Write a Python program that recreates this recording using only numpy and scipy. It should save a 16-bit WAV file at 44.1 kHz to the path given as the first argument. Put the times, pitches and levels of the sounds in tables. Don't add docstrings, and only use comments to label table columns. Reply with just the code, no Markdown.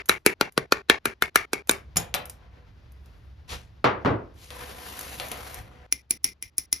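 import sys
import numpy as np
from scipy import signal
from scipy.fft import rfft, irfft, next_fast_len
from scipy.io import wavfile
from scipy.ndimage import uniform_filter1d, map_coordinates

SR = 44100
rng = np.random.default_rng(int(sys.argv[2]) if len(sys.argv) > 2 else 0)


def transcribe(u):
    v = np.clip(np.atleast_2d(u).T, -1, 1)
    q = np.round(v * 32767).astype(np.int16)
    wavfile.write(sys.argv[1], SR, q)


N = 299880

# start in seconds, rumble in dB, air in dB.
ROOM = [(0, -61, -68.5), (1.75, -49, -62), (5.865, -62, -69.5)]
# frequency in Hz, relative level in dB.
RUMBLE = [(20, -39), (42, -11.5), (60, -4.5), (68, 2.5), (80, -10.5), (110, -9.5), (165, -20.5),
          (800, -66.5)]
AIR = [(60, -14.5), (200, 6.5), (600, -2), (2000, -7.5), (5000, -14.5), (9000, -31)]

# start in seconds, length in seconds, rub in dB,
# hiss over rub in dB before its mid-stroke swell, hiss roll-off in Hz.
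STROKES = [(2.244, 0.39, -61, -23.5, 5020), (2.903, 0.42, -70, -12, 14000), (3.475, 0.054, -41, 1, 8050),
           (4.333, 0.24, -61, 2.5, 11000), (4.509, 1.072, -44, -5.5, 16600), (5.607, 0.36, -57, -21, 7940)]
# frequency in Hz, relative level in dB.
RUB = [(200, 5), (1000, 2.5), (2000, -0.5), (5000, -13), (7000, -14.5), (12500, -11), (16000, -21)]
# frequency in Hz, lift in dB before any scaling.
TOP_MODES = [(495, 11.5), (737, 10), (1008, 8)]

# time in seconds,
# clatter in dB, hardness as crack over clatter in dB, bright tick in dB.
DROPS = [(1.959, -32, -19, -38), (1.968, -29.5, -8.5, -25), (1.9698, -54, 6, -20), (2.1413, -27, 1.5, -42),
         (4.505, -42.5, -1, -53), (5.199, -33.5, -1, -44), (5.3159, -36, -4.5, -33.5)]
# frequency in Hz, relative level in dB.
DROP = [(50, -3), (120, 7.5), (300, -9.5), (600, -5), (1000, -8.5), (3700, -12), (6500, -23.5),
        (10000, -13.5), (16000, -32)]
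TAP_CRACK = [(100, -21), (600, -11), (1500, -6.5), (3300, 2), (5500, -7), (9000, -11), (16000, -20)]
# time in seconds, level in dB, treble tilt in dB per octave.
KNOCKS = [(3.8422, -16, 1), (4.048, -23, -2), (4.058, -20, -1), (4.073, -27, -3), (4.104, -25, -3.5)]
# frequency in Hz, relative level in dB.
KNOCK = [(40, -22), (115, 3.5), (165, -7), (300, 0.5), (750, -3), (1300, -4), (2400, -16), (4000, -24),
         (11000, -46)]
# frequency in Hz, time to fall 60 dB in seconds.
TABLE_T60 = [(100, 0.36), (300, 0.42), (1000, 0.35), (2500, 0.32), (10000, 0.096)]

# time in seconds, level in dB.
SPRING_PINGS = [(1.7122, -14.5)]
# frequency in Hz, relative level in dB, time to fall 60 dB in seconds.
SPRING_MODES = [(8720, 2.5, 0.022), (15500, -7, .04)]
# time in seconds, level in dB.
CLINKS = [(1.9695, -20.5)]
# frequency in Hz, relative level in dB, time to fall 60 dB in seconds.
CLINK_MODES = [(5390, -3, 0.07), (6900, 6, 0.057), (10890, 5.5, 0.029), (12670, -7, .088)]

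# time in seconds, level in dB.
TICKS = [(0.0573, -47.5), (0.088, -29), (0.522, -55), (1.673, -47), (1.7106, -29), (2.1465, -27),
         (2.2553, -40.5), (2.297, -37.5), (2.92, -61), (3.059, -61.5), (4.968, -46), (4.991, -35.5),
         (5.01, -36), (5.284, -41), (5.543, -37.5)]
# frequency in Hz, relative level in dB.
TICK = [(300, -6.5), (1000, -10.5), (2500, -7.5), (4000, -12), (6500, -4), (11500, -1), (15500, -6)]

# start in seconds, time to the jump cut in seconds,
# snap in dB, thump, crunch and treble tone in dB, ring over snap in dB, closing jaws over snap in dB.
TRIMS = [(5.9245, 0.097, -11, -1.5, -3, 2.5, -23, -29), (6.1077, 0.07, -12.5, 0.5, -5.5, 3.5, -18.5, -18),
         (6.2431, .094, -13, -3.5, -5, 3, -14.5, -5), (6.425, 0.076, -24, -7.5, -2.5, 1.5, -17.5, -18),
         (6.5812, .081, -14.5, -6.5, -11.5, 4.5, -18, -8.5), (6.7273, .3, -12, -10, -13.5, -0.5, -20, -17)]
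# frequency in Hz, relative level in dB.
PART_SNAP = [(100, -29.5), (280, -2), (550, -18), (1100, -25.5), (2200, -8), (2900, -12.5), (4200, -10.5),
             (5600, -6.5), (7500, -7.5), (10500, -1), (12500, -19), (15500, 3)]
PART_RING = [(280, -2), (600, -18), (1500, -20.5), (2100, -2.5), (3000, -10), (4500, -11), (5600, -5),
             (6800, -13), (8500, -15.5), (10500, -6), (12500, -19.5), (15500, -2.5)]
# frequency in Hz, lift in dB before any scaling.
NIPPER_MODES = [(2060, 9.2), (2390, 9.2), (5420, 6.4), (5850, 3), (10700, 6.1)]

# start in seconds, time to the jump cut in seconds,
# snap in dB, thump, crunch and treble tone in dB, ring over snap in dB, closing jaws over snap in dB.
SNIPS = [(-0.05, 0.073, -12, -4, 2, -7, -13.5, -17), (.0934, 0.091, -11, -2, 3.5, 0.5, -12, -14.5),
         (.2619, .078, -9.5, 1.5, 4.5, 4, -12.5, -19.5), (.4102, .089, -14.5, 1, -1.5, -7.5, -13.5, -58),
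         (.5763, 0.086, -15, 6, -2, -4, -16.5, -34), (.7214, .1, -11.5, -2, -6, -9, -16.5, -22.5),
         (.8974, 0.091, -8, -2.5, -1, -10, -12.5, -20), (1.0547, .086, -19.5, -1, 0, -1.5, -11, -6.5),
         (1.2218, .077, -15, -1.5, 1.5, -1, -12.5, -17.5), (1.357, 0.1, -10.5, -7.5, -1.5, 0, -13, -13),
         (1.5316, 0.093, -20, -2, 0, -1, -12, -13.5), (1.6935, 0.53, -13, -1.5, -5, 1, -15, -16.5)]
# frequency in Hz, relative level in dB.
RUNNER_SNAP = [(50, -29.5), (130, -14), (250, -6), (420, -1), (780, -11), (1400, -4.5), (2400, -11.5),
               (3200, -13.5), (4000, -16.5), (7000, -14.5), (9000, -12), (12500, -19.5), (15500, -16)]
RUNNER_RING = [(40, -20.5), (120, -7), (700, -7.5), (1300, -8.5), (1800, -3.5), (2400, -6.5), (3100, -15),
               (4200, -17), (6500, -18.5), (10500, -19.5), (13000, -27.5), (16000, -27)]
# frequency in Hz, lift in dB.
SNAP_MODES = [(1420, 5), (2430, 7.5), (3950, 9), (8750, 3)]
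RUNNER_MODES = [(389.8, 9.1), (437, 6.1), (2700, 4.8), (2200, 6.9), (2340, 4.6)]
# frequency in Hz, time to fall 60 dB in seconds.
RING_T60 = [(120, 0.24), (400, 0.33), (2300, 0.24), (5500, 0.21), (12000, 0.17)]

# frequency in Hz, side level in dB.
SPREAD = [(100, -15), (300, -8), (600, -1.5), (2500, -3.5), (5000, -7), (10000, -29.5)]
# frequency in Hz, left over right in dB.
BALANCE = [(350, -.6), (700, 0), (1400, 2.6), (2800, 5.8), (5500, 2.5), (9000, 0)]
# frequency in Hz, phase lead of the left port in radians.
TWIST = [(1000, 0), (3000, .4), (5300, .1), (6600, -.9), (8200, -3.1), (10500, -5.6), (12300, -6.5),
         (15000, -9.4)]
TOP_HZ = 16450

LEAD_IN_S = 0.012
JAWS_MEET_S = 0.0035
JOLT_S = 0.022
TAP_BASS_DB, BASS_PER_HARDNESS = -9, 0.92
STROKE_ATTACK_S, STROKE_RELEASE_DB_PER_S = 0.056, 219.5
MID_STROKE_HISS_DB = 6
LIFT_DB, LIFT_S = 4, 0.033
FIRM_STROKE_DB, SKIP_PER_DB = -62.5, 0.33
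SPECKS_PER_S, SPECK_DB = 65, -11


def amp(db):
    return 10 ** (np.asarray(db) / 20)


def unit(x):
    return x / np.sqrt(np.mean(x ** 2) + 1e-20)


def levelled(x, span):
    return x / np.sqrt(np.mean(x[..., :int(span * SR)] ** 2) + 1e-20)


def along(points, hz):
    f, v = np.transpose(points)
    return np.interp(np.log(hz + 1), np.log(f + 1), v)


def wobble(rate, size=N):
    knots = rng.standard_normal(int(size * rate / SR) + 4)
    return map_coordinates(knots, [np.arange(size) * rate / SR])


def filtered(x, response):
    n = x.shape[-1]
    padded = next_fast_len(n + SR // 4)
    spectrum = rfft(x, padded) * response(np.fft.rfftfreq(padded, 1 / SR))
    return irfft(spectrum, padded)[..., :n]


def coloured(x, level):
    def response(hz):
        cepstrum = irfft(np.log(amp(level(hz))))
        half = len(cepstrum) // 2
        cepstrum[1:half] *= 2
        cepstrum[half + 1:] = 0
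        return np.exp(rfft(cepstrum))
    return filtered(x, response)


def peaks(modes, hz, q):
    return sum(db / (1 + ((hz - f) / (10 + f / q)) ** 2) for f, db in modes)


def ripple(spacing, depth_db):
    knots = rng.standard_normal(2048)
    return lambda hz: depth_db * map_coordinates(knots, [hz / spacing], order=1, mode="wrap")


def add(track, s, x):
    start = round(s * SR)
    x = x[..., max(-start, 0):]
    part = track[:, max(start, 0):]
    part[:, :x.shape[-1]] += x[..., :part.shape[1]]


def diffuse(n):
    mid, side = rng.standard_normal((2, n))
    side = filtered(side, lambda hz: amp(along(SPREAD, hz)))
    return np.array([mid + side, mid - side])


def dying(t60s):
    hz, t, z = signal.stft(diffuse(SR // 2), SR, nperseg=256)
    decay = amp(-60 * t / along(t60s, hz)[:, None])
    return signal.istft(z * decay, SR)[1][:, :SR // 2]


def thud(peak_s):
    t = np.arange(SR // 2) / SR
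    rumble = unit(filtered(diffuse(len(t)), lambda hz: amp(along(RUMBLE, hz))))
    return rumble * t / peak_s * np.exp(1 - t / peak_s)


def crack(level, life, grit, bend, push_hz=1500):
    t = np.arange(SR // 16) / SR
    swell = t / life * np.exp(-3 * t / life) + grit * np.exp(-t / (3 * life))
    spray = diffuse(len(t)) * swell
    spray /= np.linalg.norm(spray[0])
    low = lambda hz: 1 / np.sqrt(1 + (hz / push_hz) ** 4)
    push = filtered(signal.unit_impulse(len(t), 8), low)
    force = push + filtered(spray, lambda hz: np.sqrt(1 - low(hz) ** 2))
    chirp = filtered(force, lambda hz: np.exp(-4j * np.pi * bend * np.sqrt(1000 * hz)))
    return levelled(coloured(chirp, level), 0.01)


def tick(uneven_db=4):
    contact = ripple(170, uneven_db)
    colour = lambda hz: along(TICK, hz) + contact(hz)
    out = amp(-12) * levelled(coloured(dying(RING_T60), colour), 0.015)
    add(out, 0, crack(colour, life=0.002, grit=0.086, bend=0.0004))
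    return out


def room():
    starts, *levels = np.transpose(ROOM)
    which = np.searchsorted(starts[1:], np.arange(N) / SR)
    rumble, air = [uniform_filter1d(amp(db)[which], size=256) for db in levels]
    noise = lambda spectrum: unit(filtered(diffuse(N), lambda hz: amp(along(spectrum, hz))))
    return rumble * noise(RUMBLE) + air * noise(AIR) * amp(1.9 * wobble(28))


def specks():
    chance, size = rng.random(N), rng.standard_normal(N)
    t = np.arange(SR // 20) / SR
    hits = (chance < SPECKS_PER_S / SR) * abs(size)
    catches = signal.fftconvolve(hits, np.exp(-t / 0.0026))[:N]
    return unit(catches * diffuse(N))


def patchy(x, depth_db):
    z = signal.stft(x, nperseg=512)[2]
    field = rng.standard_normal(z.shape[1:])
    field = uniform_filter1d(field, size=4, axis=0)
    field = uniform_filter1d(field, size=12, axis=1)
    return signal.istft(z * amp(depth_db * unit(field)))[1][:, :N]


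def wiping():
    out, t = np.zeros((2, N)), np.arange(N) / SR
    grain = patchy(diffuse(N) + amp(SPECK_DB) * specks(), depth_db=1.5)
    friction = filtered(grain, lambda hz: amp(along(RUB, hz) + peaks(TOP_MODES, hz, q=1100)))
    friction *= amp(1.3 * wobble(160) + 1.3 * wobble(24))
    below = lambda hz: 1 / (1 + (hz / 3500) ** 4)
    rub = unit(filtered(friction, lambda hz: hz / (hz + 90) * below(hz)))
    rub = rub * amp(0.43 * wobble(11))
    for s, length, db, hiss_db, top_hz in STROKES:
        hiss = unit(filtered(friction, lambda hz: (1 - below(hz)) / (1 + (hz / top_hz) ** 4)))
        attack = np.clip((t - s) / STROKE_ATTACK_S, 0, 1)
        envelope = attack * amp(db - STROKE_RELEASE_DB_PER_S * np.maximum(t - s - length, 0))
        envelope *= amp(SKIP_PER_DB * max(FIRM_STROKE_DB - db, 0) * wobble(23))
        speed = np.sin(np.pi * np.clip((t - s) / length, 0, 1)) ** 2
        out += envelope * (rub + amp(hiss_db + MID_STROKE_HISS_DB * speed) * hiss)
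        add(out, s + length - LIFT_S / 2, amp(db + LIFT_DB) * thud(LIFT_S))
    return out * (t < ROOM[-1][0])


def taps(uneven_db=3.0):
    out = np.zeros((2, N))
    for s, db, hard_db, tick_db in DROPS:
        contact = ripple(90, uneven_db)
        bass = [(150, TAP_BASS_DB - BASS_PER_HARDNESS * hard_db), (500, 0.0073)]
        top = lambda hz: 0.51 * peaks(TOP_MODES, hz, q=140)
        colour = lambda hz: along(DROP, hz) + along(bass, hz) + top(hz) + contact(hz)
        edge = lambda hz: along(TAP_CRACK, hz)
        add(out, s, amp(db) * levelled(coloured(dying(TABLE_T60), colour), 0.009))
        add(out, s, amp(db + hard_db) * crack(edge, life=0.0006, grit=0.02, bend=0.0001, push_hz=6000))
        add(out, s, amp(tick_db) * tick())
    return out


def runner_knocks():
    out = np.zeros((2, N))
    for s, db, tilt_db in KNOCKS:
        colour = lambda hz: along(KNOCK, hz) + tilt_db * np.log2(np.clip(hz, 100, 4000) / 1000)
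        add(out, s, amp(db) * levelled(coloured(dying(TABLE_T60), colour), 0.012))
        add(out, s, amp(db - 4.5) * crack(colour, life=0.00204, grit=0.075, bend=0.001253))
    return out


def pings(rows, modes, room_db):
    out, t = np.zeros((2, N)), np.arange(SR // 4) / SR
    for s, db in rows:
        ring = np.zeros(len(t))
        for hz, level, t60 in modes:
            phase = 2 * np.pi * hz * t + 0.4 * wobble(400, size=len(t))
            ring += amp(level - 60 * t / t60) * np.sin(phase)
        echo = signal.fftconvolve(ring[None], dying(RING_T60), axes=1)
        echo *= amp(room_db) * np.linalg.norm(ring) / np.linalg.norm(echo[0])
        add(out, s, amp(db) * (ring + echo[:, :len(t)]))
    return out


def ticks():
    out = np.zeros((2, N))
    for s, db in TICKS:
        add(out, s, amp(db) * tick())
    return out


def swell_in(level):
    t = np.arange(int(LEAD_IN_S * SR)) / SR
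    return unit(coloured(diffuse(len(t)), level)) * amp(-1400 * (LEAD_IN_S - t))


def cuts(rows, snap, ring, life, grit, bend, lead_in_db, jolt_db, uneven_db, chatter_db):
    out, t = np.zeros((2, N)), np.arange(SR // 2) / SR
    for s, held, db, thump_db, crunch_db, treble_db, ring_db, jaws_db in rows:
        points = [(500, thump_db), (1300, 0.0056), (2300, crunch_db), (4500, 0.00069), (8500, treble_db)]
        contact = ripple(140, uneven_db)
        tone = lambda hz: along(points, hz) + contact(hz)
        colour = lambda hz: snap(hz) + tone(hz)
        add(out, s - LEAD_IN_S, amp(db + lead_in_db) * swell_in(colour))
        add(out, s, amp(db) * crack(colour, life, grit, bend))
        jaws = crack(colour, life=0.0012, grit=0.03, bend=0.0004)
        add(out, s + JAWS_MEET_S, amp(db + jaws_db) * jaws)
        tail = coloured(dying(RING_T60), lambda hz: ring(hz) + tone(hz))
        chatter = amp(chatter_db * np.exp(-t / 0.11) * wobble(330, size=len(t)))
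        tail = levelled(tail * chatter, 0.026)
        after = amp(db + ring_db) * tail + amp(jolt_db) * thud(JOLT_S)
        gate = (1 - np.exp(-t / 0.0017)) * np.clip((held - t) / 0.0031, 0, 1)
        add(out, s, after * gate)
    return out


def nub_trims():
    snap = lambda hz: along(PART_SNAP, hz) + 1.4 * peaks(NIPPER_MODES, hz, q=44)
    ring = lambda hz: along(PART_RING, hz) + peaks(NIPPER_MODES, hz, q=29)
    return cuts(TRIMS, snap, ring, life=0.0019, grit=0.033, bend=0.00036,
                lead_in_db=-26, jolt_db=-54, uneven_db=0.0, chatter_db=2.5)


def runner_snips():
    snap = lambda hz: along(RUNNER_SNAP, hz) + peaks(SNAP_MODES, hz, q=26)
    ring = lambda hz: along(RUNNER_RING, hz) + peaks(RUNNER_MODES, hz, q=36)
    return cuts(SNIPS, snap, ring, life=0.0018, grit=0.05, bend=0.0015,
                lead_in_db=-26, jolt_db=-47.5, uneven_db=2.5, chatter_db=2.5)


def scene():
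    on_table = wiping() + taps() + runner_knocks()
    spring = pings(SPRING_PINGS, SPRING_MODES, room_db=-18.5)
    clink = pings(CLINKS, CLINK_MODES, room_db=-15)
    return room() + on_table + spring + clink + ticks() + nub_trims() + runner_snips()


def record(dry):
    def ports(hz):
        tilt = amp(along(BALANCE, hz) / 2) * np.exp(0.5j * along(TWIST, hz))
        pair = np.array([tilt, 1 / tilt])
        return pair / np.sqrt(np.mean(abs(pair) ** 2, axis=0))
    clipped = np.clip(filtered(dry, ports), -1, 1)
    return filtered(clipped, lambda hz: 1 / (1 + (hz / TOP_HZ) ** 70))


dry = scene()
out = record(dry)
transcribe(out)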